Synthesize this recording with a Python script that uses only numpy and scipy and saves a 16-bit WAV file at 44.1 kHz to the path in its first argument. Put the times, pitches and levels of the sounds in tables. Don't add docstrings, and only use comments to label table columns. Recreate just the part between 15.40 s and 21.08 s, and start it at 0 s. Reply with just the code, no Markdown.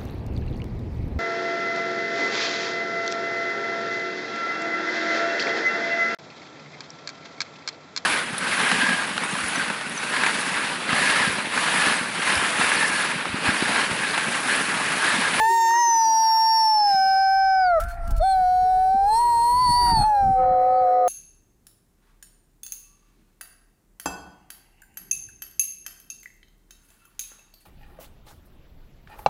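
import sys
import numpy as np
from scipy import signal
from scipy.fft import rfft, irfft, next_fast_len
from scipy.io import wavfile
from scipy.ndimage import uniform_filter1d, map_coordinates

SR = 44100
rng = np.random.default_rng(int(sys.argv[2]) if len(sys.argv) > 2 else 0)


def how_loud(loudness_db):
    steps = np.asarray(loudness_db, float) / 20
    return 10 ** steps


def put_to_file(sound):
    columns = np.atleast_2d(sound).T
    safe = np.clip(columns, -1, 1)
    whole_steps = np.round(safe * 32767)
    wavfile.write(sys.argv[1], SR, whole_steps.astype(np.int16))


N = 250488

# time_s, pitch_hz
HELD_PITCH = [
    [(0, 868), (.119, 924), (.283, 909), (.4, 953), (.66, 894), (1.2, 895), (1.38, 852), (1.57, 770),
     (2.394, 781)],
    [(2.81, 790), (3.044, 728), (3.473, 754), (3.645, 795), (3.813, 965), (4, 930), (4.232, 1012),
     (4.29, 978), (4.626, 1015)],
    [(4.627, 890), (4.726, 843), (4.771, 810), (4.865, 774), (5.15, 743), (5.404, 751), (5.45, 734),
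     (5.634, 733), (5.68, 712)],
]
SUNG_SPANS = [
    [(-.1,), (2.385,)],
    [(2.815,), (5.8,)],
]
# note_end_s, next_scoop_start_s
NOTE_JOINS = [
    (2.39, 2.815),
    (4.626, 4.615),
]
# time_s, second_partial_db
FOLD_CLOSURE = [
    [(0, -26), (.2, -34.5), (.35, -27.5), (.7, -47), (1.15, -41), (1.37, -50), (1.6, -32), (2.2, -29.5),
     (2.35, -26.5)],
    [(2.81, -43), (2.9, -40), (3.2, -47), (3.9, -48.5), (4.16, -50.5), (4.3, -44.5), (4.52, -39.5),
     (4.64, -51)],
    [(4.7, -45), (4.8, -41.5), (4.9, -52), (5.28, -60.5), (5.67, -53.5)],
]
# frequency_hz, level_db
MOUTH_RESONANCE = [(3000, -17), (3700, -8.5), (4480, 3.5), (5200, -24), (5500, -1.5), (6600, -15.5),
                   (16000, -32)]
# time_s, pitch_hz
WHISTLE_PITCH = [
    [(0, 6150), (.14, 6490), (.45, 6220), (.68, 5760), (.907, 5544), (1.116, 5523), (1.376, 5394)],
    [(1.396, 5315), (1.585, 5143), (1.81, 5113), (1.93, 5160), (2.16, 5105), (2.235, 4950), (2.335, 4030)],
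    [(2.815, 4280), (2.915, 4250), (2.965, 4030), (3.404, 3998), (3.678, 4190)],
    [(3.713, 4138), (3.833, 4299), (3.92, 4232), (4.107, 4292), (4.232, 4510), (4.312, 4437), (4.386, 4588),
     (4.53, 4594), (4.6, 4330)],
    [(4.87, 4040), (5.67, 4080)],
]
# time_s, whistle_db, fold_chopping_db
AIR_JET = [
    [(0, -54, -65), (.2, -42.5, -41.5), (.33, -36, -39), (.5, -24, -40), (.65, -28.5, -44), (1.2, -24, -39),
     (1.55, -29, -58.5), (2.27, -41, -66.5), (2.35, -67, -80.5)],
    [(2.82, -49, -53), (2.925, -39, -55), (2.97, -58, -65.5), (3.65, -59.5, -75.5), (3.73, -37.5, -65),
     (3.89, -45.5, -69), (4.16, -38, -67), (4.3, -28.5, -60), (4.62, -28, -53)],
    [(4.69, -58.5, -74), (4.8, -58, -82), (4.88, -71, -80), (5.1, -65, -78.5), (5.67, -64.5, -80)],
]
# frequency_hz, level_db (re whistle)
WHISTLE_OCTAVE = [(7900, -17), (8500, 4.5), (9150, -11), (10250, -37), (11000, -20), (11700, -30),
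                  (12900, -27)]
# frequency_hz, level_db (re air flow)
UPPER_SIDEBAND = [(4800, -9), (5300, -19), (5900, 4.5), (6500, -16), (7300, 0.5)]
# pitch_hz, level_db (re air flow)
OUTER_SIDEBANDS = [(740, -6.5), (790, -9), (900, -18.5)]
# time_s, pitch_hz, level_db
LOW_OSCILLATOR = [
    [(3.55, 630, -53), (3.69, 472, -49), (3.85, 375, -50), (4.06, 325, -55), (4.22, 348, -55),
     (4.36, 347, -54)],
    [(4.38, 395, -55), (4.42, 390, -43), (4.52, 290, -45)],
    [(4.67, 633, -46), (4.77, 555, -39), (4.93, 506, -46), (4.99, 513, -26), (5.1, 520, -25),
     (5.2, 515, -25), (5.35, 518, -25), (5.55, 513, -25), (5.68, 511, -23)],
]
# multiple_of_tone, multiple_of_low, level_db (re low)
MIXING_PRODUCTS = [(1, 1, -12.5), (0, 2, -27), (-1, 2, -29.5), (2, -2, -31), (-2, 4, -19), (3, -3, -19),
                   (-1, 3, -53), (2, -1, -35), (3, -2, -27.5), (-1, 4, -34), (2, 1, -34.5), (1, 2, -34.5),
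                   (4, -2, -47.5), (0, 3, -53)]
# time_s, air_flow_db, throat_strain_db
BREATH_FLOW = [
    [(0, -43.5, -55.5), (.28, -43, -52), (.34, -49, -52.5), (.55, -52, -53), (.65, -49, -52.5),
     (1, -49, -52.5), (1.5, -52, -55), (2.17, -64.5, -64.5), (2.37, -68, -55.5)],
    [(2.4, -69.5, -46), (2.46, -60.5, -48.5), (2.6, -64.5, -51), (2.72, -57, -47.5), (2.8, -65.5, -57.5)],
    [(2.83, -59.5, -69.5), (3.61, -57, -62), (3.75, -51, -54.5), (4.1, -52.5, -59.5), (4.4, -50, -50),
     (4.485, -44.5, -40.5), (4.55, -53, -48), (4.64, -60.5, -39)],
    [(4.68, -55, -63), (4.94, -62, -57.5), (5, -69.5, -49.5), (5.68, -70, -51)],
]
# frequency_hz, density_db (per Hz)
AIR_SPECTRUM = [(1290, -32), (2200, -3.5), (3900, -9), (4430, -2), (5350, -2.5), (6730, -12.5),
                (9300, -0.5), (15700, -16)]
# frequency_hz, density_db (per Hz)
THROAT_SPECTRUM = [(200, -39.5), (540, -19), (760, -2), (1050, -9.5), (1350, -3.5), (2100, -13.5),
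                   (2700, -24.5), (6000, -50.5)]
# start_s, peak_db, length_s
INTAKE_GASPS = [
    (2.399, -39, 0.028),
    (2.436, -43.5, 0.0097),
    (2.484, -49.5, 0.057),
    (2.676, -46, .008),
    (2.706, -39, .014),
    (2.764, -44.5, 0.014),
    (2.777, -47.5, 0.015),
]
# frequency_hz, density_db (per Hz)
GASP_SPECTRUM = [(1000, -43), (2000, -6.5), (4300, -5.5), (6000, -4), (10000, -3.5), (15700, -7.5)]
# middle_s, level_db, half_length_s
CRACKLE_RUNS = [
    (0.341, -44, .05),
    (.51, -47, .04),
    (0.732, -67, 0.036),
    (4.485, -43.5, 0.019),
]
# frequency_hz, density_db (per Hz)
SLAP_SPECTRUM = [(850, -83), (1050, -3), (1400, -8.5), (1750, -14), (2600, -63.5)]
# time_s, pitch_hz, tone_db
PACK_ANSWERS = [
    [(0.0, 465, -45.5), (.1, 385, -42), (0.672, 338, -49), (0.95, 242, -76)],
    [(1.22, 270, -84), (1.27, 327, -59), (1.52, 305, -60)],
    [(1.54, 568, -51), (1.79, 520, -54.5), (1.95, 476, -69.5)],
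    [(2.4, 655.6, -33.5), (2.478, 700.4, -43.5), (2.8, 665, -42.5)],
    [(2.86, 585, -60), (3.314, 424, -49.5), (4.2, 480, -50.5)],
    [(4.24, 830, -59), (4.34, 760.6, -40.5), (4.62, 747, -33.5)],
    [(4.72, 357.8, -56), (4.798, 414, -55), (4.86, 413, -51)],
    [(5.4, 470, -66), (5.558, 423.7, -43), (5.68, 424.3, -42.5)],
    [(1.5, 321, -60), (1.62, 224, -55), (1.92, 188, -72.5)],
]
PACK_SECOND_PARTIAL = [-35, -8.5, -26, -2, -38.5, -38, -19, -40, -13]
# time_s, pitch_hz, level_db
FAR_YELP = [
    (2.41, 1480, -48),
    (2.506, 1540, -42.5),
    (2.56, 1410, -108),
]
# time_s, gust_db, eddy_size_db (thump over flutter)
WIND_GUSTS = [(0.0, -52, -0.5), (0.14, -70.5, 2), (2.28, -60.5, 11.5), (2.45, -45, 19), (2.56, -52.5, 17),
              (2.78, -35.5, 19), (2.86, -52.5, 12), (4.06, -51, 7), (4.6, -30, 2.5), (4.76, -54.5, 7.5),
              (4.84, -36, 3.5), (5.68, -62, -2.5)]
# frequency_hz, density_db (per Hz)
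THUMP_SPECTRUM = [(12, -19.5), (22, 13.5), (50, 5), (80, 0.5), (130, -45.5), (400, -110)]
# frequency_hz, density_db (per Hz)
FLUTTER_SPECTRUM = [(50, -33.5), (80, 0), (150, -7), (260, -15), (450, -25), (800, -52.5), (1600, -100)]
# middle_s, level_db
GUST_FRONTS = [(1.549, -45), (2.79, -56), (3.02, -49.5), (3.552, -37), (4.132, -48.5), (4.529, -26.5),
               (4.9, -30.5), (5, -35), (5.109, -42)]
# frequency_hz, level_db
FRONT_SPECTRUM = [(60, -31), (150, 8), (400, -1.5), (620, -47), (1500, -100)]


def unit(x):
    return x / np.sqrt(np.mean(x ** 2) + 1e-20)


def along(points, hz):
    f, v = np.transpose(points)
    return np.interp(np.log(hz + 1), np.log(f + 1), v)


def curves(rows):
    s, *cols = np.transpose(rows)
    return [np.interp(np.arange(N) / SR, s, c) for c in cols]


def gate(tables, edge=0.012):
    t = np.arange(N) / SR
    return sum(np.clip(np.minimum(t - rows[0][0], rows[-1][0] - t) / edge + 1, 0, 1) for rows in tables)


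def wobble(rate):
    return map_coordinates(rng.standard_normal(int(N * rate / SR) + 4), [np.arange(N) * rate / SR])


def drift(rate):
    return np.interp(np.arange(N) * rate / SR, np.arange(rate * 6), rng.standard_normal(rate * 6))


def noise(spectrum):
    m = next_fast_len(N)
    white = rfft(rng.standard_normal(m))
    return unit(irfft(white * how_loud(along(spectrum, np.fft.rfftfreq(m, 1 / SR))), m)[:N])


def patchy(x, depth_db):
    z = signal.stft(x, nperseg=1024)[2]
    field = uniform_filter1d(rng.standard_normal(z.shape), size=7, axis=0)
    field = uniform_filter1d(field, size=9, axis=1)
    return unit(signal.istft(z * how_loud(depth_db * unit(field)), nperseg=1024)[1][:N])


def phase(hz, jitter):
    smooth = uniform_filter1d(uniform_filter1d(hz, size=700), size=700)
    waver = 1 + jitter * 1.244 * (drift(25) + drift(90))
    return 2 * np.pi * np.cumsum(smooth * waver) / SR


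def tone(db, angle):
    return np.sqrt(2) * np.exp(np.float32(db) * np.float32(np.log(10) / 20)) * np.sin(angle)


def comb(db, carrier, fold, fall_db, count):
    out = 0
    for k in range(1, count + 1):
        out = out + tone(db - fall_db * np.log2(k) + 4 * drift(12), carrier + k * fold)
    return out


def wolf():
    hz, lost = pitch()
    high_hz, = curves(sum(WHISTLE_PITCH, []))
    partials, jet_levels, air_db, rasp_db = controls(hz, lost, high_hz)
    fold = phase(hz, jitter=0.0012)
    return (folds(hz, fold, partials, air_db, rasp_db) + jet_whistle(high_hz, fold, jet_levels, air_db)
            + low_oscillator(fold))


def pitch():
    t = np.arange(N) / SR
    held_hz, = curves(sum(HELD_PITCH, []))
    lost = 0
    for end, start in NOTE_JOINS:
        sag = 0.215 * np.exp(-abs(end - t) / 0.1)
        scoop = 0.22 * np.exp(-np.maximum(t - start, 0) / 0.016)
        lost = lost + np.where(t < end, sag, scoop)
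    tremor = 0.0025 * wobble(16)
    return held_hz * (1 - lost + tremor), lost


def controls(hz, lost, high_hz):
    db2, = curves(sum(FOLD_CLOSURE, []))
    level_db, lower_db = curves(sum(AIR_JET, []))
    air_db, strain_db = curves(sum(BREATH_FLOW, []))
    harder = db2 + 40
    db3 = np.maximum(-56.5 + 0.82 * harder, strain_db - 11.5)
    db4 = air_db - 13.5 + 0.8 * harder
    upper_db = np.minimum(air_db, -50.5) - 6
    octave_db = level_db + along(WHISTLE_OCTAVE, 2 * high_hz) + (air_db + 48)
    higher_db = air_db + along(UPPER_SIDEBAND, high_hz + hz)
    outer_db = air_db + along(OUTER_SIDEBANDS, hz)
    rasp_db = strain_db + 23 + 48.5 * uniform_filter1d(lost, size=600)
    return (db2, db3, db4, upper_db), (level_db, octave_db, lower_db, higher_db, outer_db), air_db, rasp_db


def folds(hz, fold, partials, air_db, rasp_db):
    db2, db3, db4, upper_db = partials
    rasp = 1 + how_loud(rasp_db) * (wobble(120) + 0.61 * wobble(330))
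    voice = tone(-19, fold) + tone(db2, 2 * fold) + tone(db3, 3 * fold)
    voice += tone(db4 + 2 * drift(9), 4 * fold)
    for k in range(5, 16):
        partial_db = np.maximum(upper_db + along(MOUTH_RESONANCE, k * hz), air_db - 26.5)
        voice += tone(partial_db + 7.0 * drift(13), k * fold)
    return voice * rasp * gate(SUNG_SPANS, edge=0.027) ** 2


def jet_whistle(high_hz, fold, levels, air_db):
    level_db, octave_db, lower_db, higher_db, outer_db = levels
    jet = phase(high_hz, jitter=0.00096)
    whistle = tone(level_db, jet) * (1 + how_loud(-19) * wobble(320) + how_loud(-24.0) * wobble(1900))
    whistle += tone(octave_db, 2 * jet) * (1 + how_loud(-10.5) * wobble(1800))
    whistle += tone(octave_db - 17 + 3 * drift(8), 3 * jet)
    whistle += comb(lower_db, jet, -fold, fall_db=21.5, count=2)
    whistle += comb(outer_db, jet - 2 * fold, -fold, fall_db=5, count=2)
    whistle += tone(higher_db + 2 * drift(9), jet + fold)
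    whistle += comb(outer_db, jet + fold, fold, fall_db=14.5, count=3)
    whistle += comb(air_db - 23.5, jet + 2 * fold, fold, fall_db=-3.0, count=8)
    whistle += comb(octave_db - 26, 2 * jet, -fold, fall_db=0.0, count=4)
    whistle += comb(octave_db - 10, 2 * jet, fold, fall_db=9.0, count=5)
    whistle += comb(octave_db - 28, 3 * jet, -fold, fall_db=-2.5, count=4)
    return whistle * gate(SUNG_SPANS)


def low_oscillator(fold):
    low_hz, low_db = curves(sum(LOW_OSCILLATOR, []))
    slack = phase(low_hz, jitter=0.0016)
    low = tone(low_db, slack) * (1 + how_loud(-18.0) * wobble(130))
    for m, n, db in MIXING_PRODUCTS:
        growth_db = 0.2 * (abs(n) - 1) * (low_db + 25.5)
        low += tone(low_db + db + growth_db + 2 * drift(20), m * fold + n * slack)
    return low * gate(LOW_OSCILLATOR)


def crackle():
    t = np.arange(N) / SR
    runs = sum(how_loud(db) * np.exp(-((t - s) / half) ** 4) for s, db, half in CRACKLE_RUNS)
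    slaps = np.sin(phase(np.full(N, 50 / 2), jitter=0.17)) ** 2
    return runs * unit(slaps ** 5.8) * noise(SLAP_SPECTRUM)


def breath():
    t = np.arange(N) / SR
    hiss_db, throat_db = curves(sum(BREATH_FLOW, []))
    air = how_loud(hiss_db - 1 + 2 * drift(14)) * patchy(noise(AIR_SPECTRUM), depth_db=3.8)
    flutter_db = 2.9 * np.tanh(drift(30)) + 3.3 * np.tanh(drift(90))
    air += how_loud(throat_db + flutter_db) * patchy(noise(THROAT_SPECTRUM), depth_db=4.5)
    puffs = 0
    for s, db, length in INTAKE_GASPS:
        rise = np.clip((t - s) / 0.0005, 0, 1)
        decay = np.exp(-(np.maximum(t - s, 0) / length) ** 2)
        puffs = puffs + how_loud(db - 2.0) * rise * decay
    squeak = sum(np.exp(-((t - s) / 0.031) ** 2) for s in (2.515, 2.785))
    squeak = squeak * tone(-58 + 3 * drift(90), 2 * np.pi * 4310 * t)
    return air + squeak + puffs * how_loud(1.7 * wobble(400)) * noise(GASP_SPECTRUM)


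def pack():
    out = np.zeros(N)
    for rows, second_db in zip(PACK_ANSWERS, PACK_SECOND_PARTIAL):
        hz, db = curves(rows)
        angle = phase(hz, jitter=0.0051)
        howl = tone(db + 3 * drift(35) + 2 * drift(110), angle)
        howl += tone(db + second_db + 3 * drift(25) + 3.2 * drift(120), 2 * angle)
        out += gate([rows], edge=0.0022) * howl
    hz, db = curves(FAR_YELP)
    return out + gate([FAR_YELP]) * tone(db, phase(hz, jitter=0.0023))


def wind():
    t = np.arange(N) / SR
    flutter_db, size_db = curves(WIND_GUSTS)
    fronts = sum(how_loud(db) * np.exp(-((t - s) / 0.01) ** 2) for s, db in GUST_FRONTS)
    flutter = how_loud(flutter_db) * unit(how_loud(4.05 * wobble(30)) * noise(FLUTTER_SPECTRUM))
    thump = how_loud(flutter_db + size_db) * noise(THUMP_SPECTRUM)
    return thump + flutter + fronts * noise(FRONT_SPECTRUM)


def scene():
    return (wolf() + crackle() + breath() + pack() + wind())[None]


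def top_cut(x):
    return signal.sosfilt(signal.butter(12, 15900, fs=SR, output="sos"), x)


def record(dry):
    held_db = -17
    power = uniform_filter1d((how_loud(1.5) * dry) ** 2, size=700)
    power = np.abs(uniform_filter1d(power, size=700))
    gain = np.minimum(1, how_loud(held_db) / np.sqrt(power + 1e-12))
    return top_cut(how_loud(1) * dry * gain)


dry = scene()
out = record(dry)
put_to_file(out)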